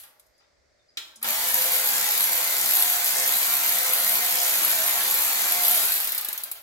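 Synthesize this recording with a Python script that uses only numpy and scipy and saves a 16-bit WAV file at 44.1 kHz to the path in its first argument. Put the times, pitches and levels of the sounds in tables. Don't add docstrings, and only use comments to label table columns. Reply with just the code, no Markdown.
import sys
import numpy as np
from scipy import signal
from scipy.fft import rfft, irfft
from scipy.io import wavfile
from scipy.ndimage import uniform_filter1d

SR = 44100
rng = np.random.default_rng(int(sys.argv[2]) if len(sys.argv) > 2 else 0)


def log_audio(samples):
    frames = np.atleast_2d(samples).T
    limited = np.clip(frames, -1, 1)
    pcm = np.round(limited * 32767).astype(np.int16)
    wavfile.write(sys.argv[1], SR, pcm)


N = 291942
TIME = np.arange(N) / SR
START_S, ENGAGE_S, RELEASE_S = 1.17, 1.221, 5.819
FULL_STROKE_HZ = 64.87

# (frequency [Hz], density [dB])
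GEAR_SPECTRUM = [(100, -46), (300, -21.5), (480, -8), (750, -3.5), (1050, -3.5), (1400, -0.5), (2100, 0),
                 (2750, -2), (4300, 0), (5400, -3.5), (6800, 0.2), (9000, -1), (15500, 0)]
# (frequency [Hz], density [dB])
PAWL_SPECTRUM = [(150, -54), (1000, -23), (3000, -13.5), (4300, -10.5), (6000, -21.5), (9500, -8.5),
                 (10700, -4.5), (11600, 0), (12200, 2.5), (13000, -15), (14000, -5.5), (16000, -16.5)]
# (frequency [Hz], density [dB])
SOCKET_SPECTRUM = [(500, -45), (4300, -21.5), (5300, -2.5), (5800, -11), (6450, -4), (7400, -8),
                   (9000, -4.5), (16000, -28)]


def amp(db):
    return 10 ** (np.asarray(db) / 20)


def unit_rms(x):
    return x / np.sqrt(np.mean(x ** 2) + 1e-20)


def log_interp(points, hz):
    point_hz, value = np.transpose(points)
    return np.interp(np.log(hz + 1), np.log(point_hz + 1), value)


def waver(width_hz):
    lowpass = np.exp(-(np.fft.rfftfreq(N, 1 / SR) / width_hz) ** 2)
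    return unit_rms(irfft(rfft(rng.standard_normal(N)) * lowpass, N))


def impulses(at_s, gain):
    return np.bincount(np.clip(np.round(at_s * SR).astype(int), 0, N - 1), gain, N)


def colour(x, spectrum, size=4096):
    log_gain = np.log(amp(log_interp(spectrum, abs(np.fft.fftfreq(size, 1 / SR)))))
    taps = np.fft.ifft(np.exp(np.conj(signal.hilbert(log_gain)))).real[:size // 2]
    return signal.oaconvolve(x, taps / np.linalg.norm(taps))[:N]


def chatter(blows, decay_s, linger_db, linger_s):
    t = TIME[:SR // 8]
    power = np.exp(-2 * t / decay_s) + amp(linger_db) ** 2 * np.exp(-2 * t / linger_s)
    return np.sqrt(abs(signal.oaconvolve(blows ** 2, power)[:N])) * rng.standard_normal(N)


def ring(blows, modes):
    t = TIME[:SR // 2]
    response = sum(amp(db - 60 * t / t60_s) * np.sin(2 * np.pi * hz * t) for hz, db, t60_s in modes)
    return signal.oaconvolve(blows, response)[:N]


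def direct(x, lag_samples=7):
    return np.array([x, np.roll(x, lag_samples)])


def echoes(wet_db, near_db, count=2000):
    # (frequency [Hz], t60 [s])
    room_t60 = [(150, 1), (800, 1.2), (2000, 0.5), (5000, 0.48), (10000, 0.44), (16000, 0.72)]
    t = TIME[:SR]
    taps = np.zeros((2, SR))
    arrivals = (np.arange(count) + rng.random((2, count))) * (SR - 1) / count
    np.put_along_axis(taps, arrivals.astype(int), rng.choice([-1., 1.], arrivals.shape), 1)
    near = taps * (t > .001) * np.exp(-t / 0.0048)
    hz, frame_s, frames = signal.stft(taps * (t > .008), SR, nperseg=256)
    decay = amp(-60 * frame_s / log_interp(room_t60, hz)[:, None])
    tail = signal.istft(frames * decay, SR, nperseg=256)[1][:, :SR]
    paths = sum(amp(db) * path / np.linalg.norm(path, axis=1, keepdims=True)
                for path, db in [(near, near_db), (tail, wet_db)])
    side_bass = signal.sosfilt(signal.butter(1, 450, fs=SR, output="sos"), paths[0] - paths[1])
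    return paths + np.array([[-.5], [.5]]) * side_bass


def garage(x, wet_db, near_db):
    room = signal.fftconvolve(x[None], echoes(wet_db, near_db), axes=1)[:, :N]
    return (direct(x) + room) / np.linalg.norm(amp([0, wet_db, near_db]))


def swaying(x, wet_db, near_db, hop_samples):
    out = direct(x)
    size = 2 * hop_samples
    window = np.sin(np.pi * np.arange(size) / size)
    for start in range(round(START_S * SR) - hop_samples, N - hop_samples, hop_samples):
        piece = x[start:start + size] * window[:N - start]
        room = signal.fftconvolve(piece[None], echoes(wet_db, near_db), axes=1)[:, :N - start]
        out[:, start:start + room.shape[1]] += room
    return out / np.linalg.norm(amp([0, wet_db, near_db]))


def air(hiss_db=-69.5, rumble_db=-76.5):
    # (frequency [Hz], density [dB])
    air_spectrum = [(60, -16), (120, -9), (200, -15), (450, -8.5), (600, -0.5), (680, -7.5), (900, -20),
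                    (1400, -14), (2050, -10), (2860, -25), (3620, -20), (4860, -14.5), (7400, -23),
                    (10700, -37), (16000, -43)]
    shared, left, right = (colour(rng.standard_normal(N), air_spectrum) for _ in range(3))
    hiss = 0.56 * shared + 1.17 * np.array([left, right])
    band = signal.butter(3, [38, 80], "bandpass", fs=SR, output="sos")
    rumble = signal.sosfilt(band, rng.standard_normal((3, N))) * amp(5.5 * waver(5.1))
    return amp(hiss_db) * hiss + amp(rumble_db) * unit_rms(rumble[0] + rumble[1:])


def chirps(length_s=0.031):
    # (start [s], pitch [Hz], level [dB])
    notes = [(.335, 4780, -67), (.38, 4980, -58), (.425, 3600, -68), (.785, 3620, -64), (.88, 4950, -56)]
    whistles = np.zeros(N)
    for start_s, hz, db in notes:
        envelope = np.sin(np.pi * np.clip((TIME - start_s) / length_s, 0, 1))
        whistles += amp(db) * envelope * np.sin(2 * np.pi * hz * TIME + waver(120))
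    return garage(whistles, wet_db=0.0, near_db=-1.0)


def dying_click(snap_db=-44, rattle_db=-48, t60_s=0.37):
    tail = [amp(snap_db) * colour(snap, PAWL_SPECTRUM) + amp(rattle_db) * colour(rattle, GEAR_SPECTRUM)
            for snap, rattle in rng.standard_normal((2, 2, N))]
    return np.array(tail) * amp(-60 * TIME / t60_s)


def knocks():
    # (time [s], thud [dB], clank [dB], tick [dB], chink [dB])
    hits = [(0.035, -44, -41, -33, -55), (0.1965, -80, -75, -38, -41), (0.265, -88, -80, -57, -51),
            (0.378, -80, -64, -66, -50), (0.401, -53, -62, -75, -75), (0.9713, -37, -14, -38, -25),
            (1.158, -73, -55, -47, -26), (1.215, -36.5, -46, -42, -50), (1.2278, -36, -34, -13, -33),
            (1.243, -21.5, -23, -28, -35)]
    # (frequency [Hz], density [dB])
    steel_spectrum = [(150, -34), (400, -17), (800, -15), (1200, -10), (1600, -2), (2600, -4.5), (3500, 9),
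                      (4500, -2), (5700, -3), (8700, -9.5), (10000, -14), (14000, -16)]
    thud_spectrum = [(80, -22), (230, -11), (500, -7.5), (900, 7), (1450, 1.5), (2200, 0), (6000, -7),
                     (16000, -60)]
    tick_spectrum = [(150, -62), (1000, -23), (4000, -4), (6000, -14), (9000, 3), (12000, 7.5), (16000, -7)]
    # (frequency [Hz], level [dB], t60 [s])
    casing_modes = [(1577, -3, 0.1), (2410, -13, 0.22), (3494, -7, .19), (3860, -6, 0.14)]
    at_s, thud_db, clank_db, tick_db, chink_db = np.transpose(hits)
    blows = impulses(at_s, amp(clank_db))
    clank = chatter(blows, decay_s=0.0077, linger_db=-30, linger_s=0.022)
    thud = chatter(impulses(at_s, amp(thud_db)), decay_s=0.035, linger_db=-2.5, linger_s=0.045)
    tick = chatter(impulses(at_s, amp(tick_db)), decay_s=0.0015, linger_db=-32, linger_s=0.02)
    chink = chatter(impulses(at_s, amp(chink_db)), decay_s=0.0047, linger_db=-11, linger_s=0.023)
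    steel = amp(-8.0) * colour(clank, steel_spectrum) + amp(-24.0) * ring(blows, casing_modes)
    heavy = steel + amp(-9.5) * colour(thud, thud_spectrum)
    bright = colour(tick, tick_spectrum) + amp(-13.5) * colour(chink, SOCKET_SPECTRUM)
    return garage(heavy, wet_db=2.5, near_db=3.5) + garage(bright, wet_db=-5.0, near_db=1.0)


def motor_speed(spin_up_s=0.075, drag_per_s=1.06, friction_hz_per_s=41.0):
    run_up = 1 - np.exp(-np.maximum(TIME - START_S, 0) / spin_up_s)
    friction = friction_hz_per_s / drag_per_s / FULL_STROKE_HZ
    coast = (1 + friction) * np.exp(-drag_per_s * np.maximum(TIME - RELEASE_S, 0)) - friction
    return run_up * np.maximum(coast, 0)


def crank_turns(speed, last_click_s=6.514):
    turns = np.cumsum(speed) * FULL_STROKE_HZ / SR
    return turns + (-np.interp(last_click_s, TIME, turns)) % 1


def stroke_times(turns, strokes):
    running = np.gradient(turns) > 0
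    return np.interp(strokes, turns[running], TIME[running])


def effort(speed, rise_s=0.047):
    engaged = np.clip((TIME - ENGAGE_S) / rise_s, 0, 1)
    return engaged * np.where(TIME < RELEASE_S, 1, speed ** 1.22)


def motor_groan(start_s=1.165, peak_s=1.295, end_s=1.32, hz=228):
    swell = amp(np.interp(TIME, [start_s, peak_s], [-66.5, -48]))
    envelope = uniform_filter1d(swell * (TIME > start_s) * (TIME < end_s), size=256)
    return envelope * np.sin(2 * np.pi * hz * TIME + 0.54 * waver(30))


def motor_hum(turns, speed, weak_db=-39.0, strong_db=1.0, fade_s=0.11):
    # (order [x stroke rate], level [dB])
    low_orders = [(2, -24), (3, -17.5), (4, -20.5), (5, -12.5), (6, -14.5), (7, -15), (12, -8.5),
                  (13, -1.5), (14, -4.5), (15, -3.5), (16, -5), (17, -4.5), (18, -11)]
    whine_orders = [(21, -3), (28, -5.5), (29, -3.5), (32, 3), (36, 4.5)]
    # (time [s], level [dB])
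    order_8 = [(1.35, -62), (1.51, -61.0), (1.59, -45), (2.03, -51.5), (2.09, -63), (2.39, -49.4),
               (2.47, -60), (3.09, -61.0), (3.23, -49), (3.71, -71), (3.81, -51.5), (4.33, -58),
               (4.47, -47), (4.73, -62), (5.37, -50.0), (5.49, -61), (5.589, -46.5), (5.89, -62)]
    order_10 = [(1.35, -59.5), (2.33, -56), (2.49, -47.5), (2.59, -55), (3.55, -59.5), (3.59, -51.5),
                (4.73, -52), (4.85, -42.5), (5.03, -55.5), (5.89, -50)]
    order_11 = [(1.35, -50), (1.47, -51.5), (2.67, -53), (3.03, -42), (3.15, -57), (3.33, -48),
                (3.41, -59.0), (3.47, -48.0), (4.25, -51), (4.37, -42), (4.59, -58), (4.69, -43.9),
                (4.77, -49), (4.99, -41.5), (5.07, -58), (5.47, -44), (5.89, -50)]
    shaft_turns = turns + 0.006 * waver(10.4)

    def tone(order, db):
        gain = amp(db) * (1 + 0.3 * waver(20))
        phase = 2 * np.pi * (order * shaft_turns + rng.random())
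        return gain * np.cos(phase + 0.36 * waver(21.5))

    weak = sum(tone(order, db + 3.5 * waver(10.5)) for order, db in [*low_orders, *whine_orders])
    tones = amp(weak_db) * unit_rms(weak)
    for order, envelope in [(8, order_8), (10, order_10), (11, order_11)]:
        level_db = np.interp(TIME, *np.transpose(envelope)) + strong_db + 2.2 * waver(7.5)
        tones += np.sqrt(2) * tone(order, level_db)
    current = np.exp(-np.maximum(TIME - RELEASE_S, 0) / fade_s)
    return effort(speed) * current * speed ** 1.4 * tones


def gear_rattle(turns, speed, level_db=-31.5, slop_strokes=0.02, uneven_db=2.0, dull_hz=4700):
    # (position [share of stroke], level [dB])
    yoke_knocks = [(0.122, -6.5), (0.271, 0), (.34, 0.5), (0.471, -3), (.62, -1), (0.782, -3), (.96, -0.5)]
    # (frequency [Hz], density [dB])
    housing_spectrum = [(60, -60), (110, -15), (140, -18.5), (195, 4), (260, -10.5), (400, -0.5), (600, -1),
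                        (1200, -1.5), (5000, -46.5)]
    position, db = np.transpose(yoke_knocks)
    strokes = np.arange(int(turns[-1]))[:, None] + position
    late, hard = rng.standard_normal((2,) + strokes.shape)
    at_s = stroke_times(turns, strokes + slop_strokes * late)
    blows = impulses(at_s.ravel(), amp(db + uneven_db * hard).ravel())
    knocking = speed * unit_rms(chatter(blows, decay_s=0.0009, linger_db=-13.0, linger_s=0.0012))
    slowness = 1 - speed
    swell = 1 - 1.25 * slowness * np.cos(2 * np.pi * turns)
    striking, sliding = rng.standard_normal((2, N)) * amp(2.5 * waver(920)) * swell
    sliding = signal.sosfilt(signal.butter(4, dull_hz, fs=SR, output="sos"), sliding)
    teeth = np.sqrt(speed.clip(0, 1)) * striking + np.sqrt(slowness.clip(0, 1)) * sliding
    drive = amp(level_db) * effort(speed) * (knocking + (0.74 + 0.52 * slowness) * teeth)
    housing = colour(drive * speed ** 2.5, housing_spectrum)
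    return amp(5.0) * colour(drive, GEAR_SPECTRUM) + amp(-21.5) * housing


def loose_socket(turns, chink_db=-16.5, uneven_db=2.0):
    # (middle [s], length [s], level [dB])
    spells = [(2.008, 0.23, 0), (2.66, 0.22, -2.5), (3.147, 0.27, -1.5), (4.423, .26, -1.5)]
    at_s = stroke_times(turns, np.arange(1, int(turns[-1]) + 1))
    play = sum(amp(db) * np.sqrt(np.maximum(1 - (2 * (at_s - middle_s) / length_s) ** 2, 0))
               for middle_s, length_s, db in spells)
    blows = impulses(at_s, play * amp(chink_db + uneven_db * rng.standard_normal(len(at_s))))
    return colour(chatter(blows, decay_s=0.0015, linger_db=-24, linger_s=0.006), SOCKET_SPECTRUM)


def coasting_pawl(bounce_s=0.0033, bounce_db=-5.5):
    # (time [s], level [dB])
    landings = [(6.0447, -16), (6.073, -16), (6.0926, -16.5), (6.1201, -15), (6.148, -15), (6.1793, -13),
                (6.2108, -21), (6.247, -16.5), (6.2857, -15.5), (6.329, -18.5), (6.3773, -19),
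                (6.4361, -17.5), (6.5144, -16)]
    # (frequency [Hz], density [dB])
    free_spectrum = [(1000, -19), (3800, -5), (6500, -11), (9500, -5), (12000, 4.5), (16000, -3.5)]
    at_s, db = np.transpose(landings)
    bounces = impulses(at_s + bounce_s * rng.uniform(0.7, 1.4, len(at_s)), amp(db + bounce_db))
    crack = chatter(impulses(at_s, amp(db)) + bounces, decay_s=0.0011, linger_db=-16, linger_s=0.004)
    return amp(3.5) * colour(crack, free_spectrum)


def pawl_pressure(mean_db=-28.5, swing=1.15, slack_s=0.033):
    # (time [s], relative level [dB])
    bite = [(1.26, -31), (1.3, -26.5), (1.36, -32.5), (1.62, -25.5), (1.7, -28), (1.761, -21.5),
            (1.82, -33), (1.86, -25), (1.94, -30), (2.14, -27.6), (2.2, -25.5), (2.38, -30.5),
            (2.44, -29.5), (2.74, -26.5), (2.82, -24), (2.86, -31.5), (2.9, -26.5), (3.0, -31), (3.08, -25),
            (3.2, -32.1), (3.28, -25), (3.48, -28.5), (3.54, -22.5), (3.58, -30.5), (3.68, -25),
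            (3.78, -29), (4.14, -24), (4.2, -32.5), (4.26, -27.0), (4.4, -27.5), (4.48, -25.5), (4.74, -26),
            (4.78, -28.3), (5.14, -26.5), (5.22, -24.5), (5.36, -30.5), (5.4, -26), (5.44, -29),
            (5.52, -26), (5.56, -29.5), (5.66, -22.4), (5.92, -25.5), (5.96, -23), (6.02, -30)]
    at_s, db = np.transpose(bite)
    loaded = np.interp(TIME, [ENGAGE_S, at_s[0], at_s[-1], at_s[-1] + slack_s], [0, 1, 1, 0])
    return loaded * amp(mean_db + swing * (np.interp(TIME, at_s, db) - db.mean()))


def loaded_pawl(turns, uneven_db=3.0, play_s=0.0002, drop_s=0.00076, bounce_s=0.0036):
    # (time [s], relative level [dB])
    snaps = [(1.542, 1), (1.5884, -7), (1.621, -0.5), (1.7423, -3), (2.177, -2), (2.206, 0), (2.24, 2),
             (2.3307, 1), (2.377, -1), (2.7608, -2), (2.7947, -1), (2.823, 4), (2.899, 0.5), (3.9345, 2),
             (4.12, -3), (4.7037, -0.5), (5.521, -0.5), (6.0016, -5)]
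    # (frequency [Hz], level [dB], t60 [s])
    pawl_modes = [(11610, -5, 0.018), (11750, 1, 0.01)]
    pressure = pawl_pressure()
    snap_s, snap_db = np.transpose(snaps)
    at_s = stroke_times(turns, np.arange(1, int(turns[-1]) + 1))
    force, rebound, late, play = rng.standard_normal((len(at_s), 4)).T
    at_s += play_s * play
    light = abs(at_s[:, None] - snap_s).min(1) > 0.007
    drops = pressure * impulses(at_s, light * amp(12.0 + uneven_db * np.minimum(force, 1)))
    drops += impulses(snap_s + drop_s, amp(snap_db - 9.5))
    bounces = pressure * impulses(at_s + bounce_s + 0.0011 * late, amp(7.5 + uneven_db * rebound))
    dragging = amp(-3.5) * pressure * rng.standard_normal(N)
    buzz = chatter(drops + bounces, decay_s=0.0014, linger_db=-14.5, linger_s=0.0051)
    return colour(buzz + dragging, PAWL_SPECTRUM) + amp(-6.0) * ring(drops, pawl_modes)


def scene():
    speed = motor_speed()
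    turns = crank_turns(speed)
    rattle = swaying(gear_rattle(turns, speed), wet_db=3.0, near_db=3.0, hop_samples=3400)
    motor = swaying(motor_hum(turns, speed), wet_db=-9.5, near_db=-12.5, hop_samples=9000)
    motor += motor_groan()
    snaps = swaying(loaded_pawl(turns) + loose_socket(turns), wet_db=-1.5, near_db=-3.5, hop_samples=7000)
    snaps += garage(coasting_pawl(), wet_db=-3.5, near_db=0.5)
    snaps *= amp([[0.6], [-0.5]])
    return rattle + motor + snaps + knocks() + dying_click() + chirps() + air()


def record(dry, cutoff_hz=15840):
    lowpass = signal.firwin(511, cutoff_hz, window=("kaiser", 9), fs=SR)
    return signal.oaconvolve(dry, lowpass[None], "same")


dry = scene()
out = record(dry)
log_audio(out)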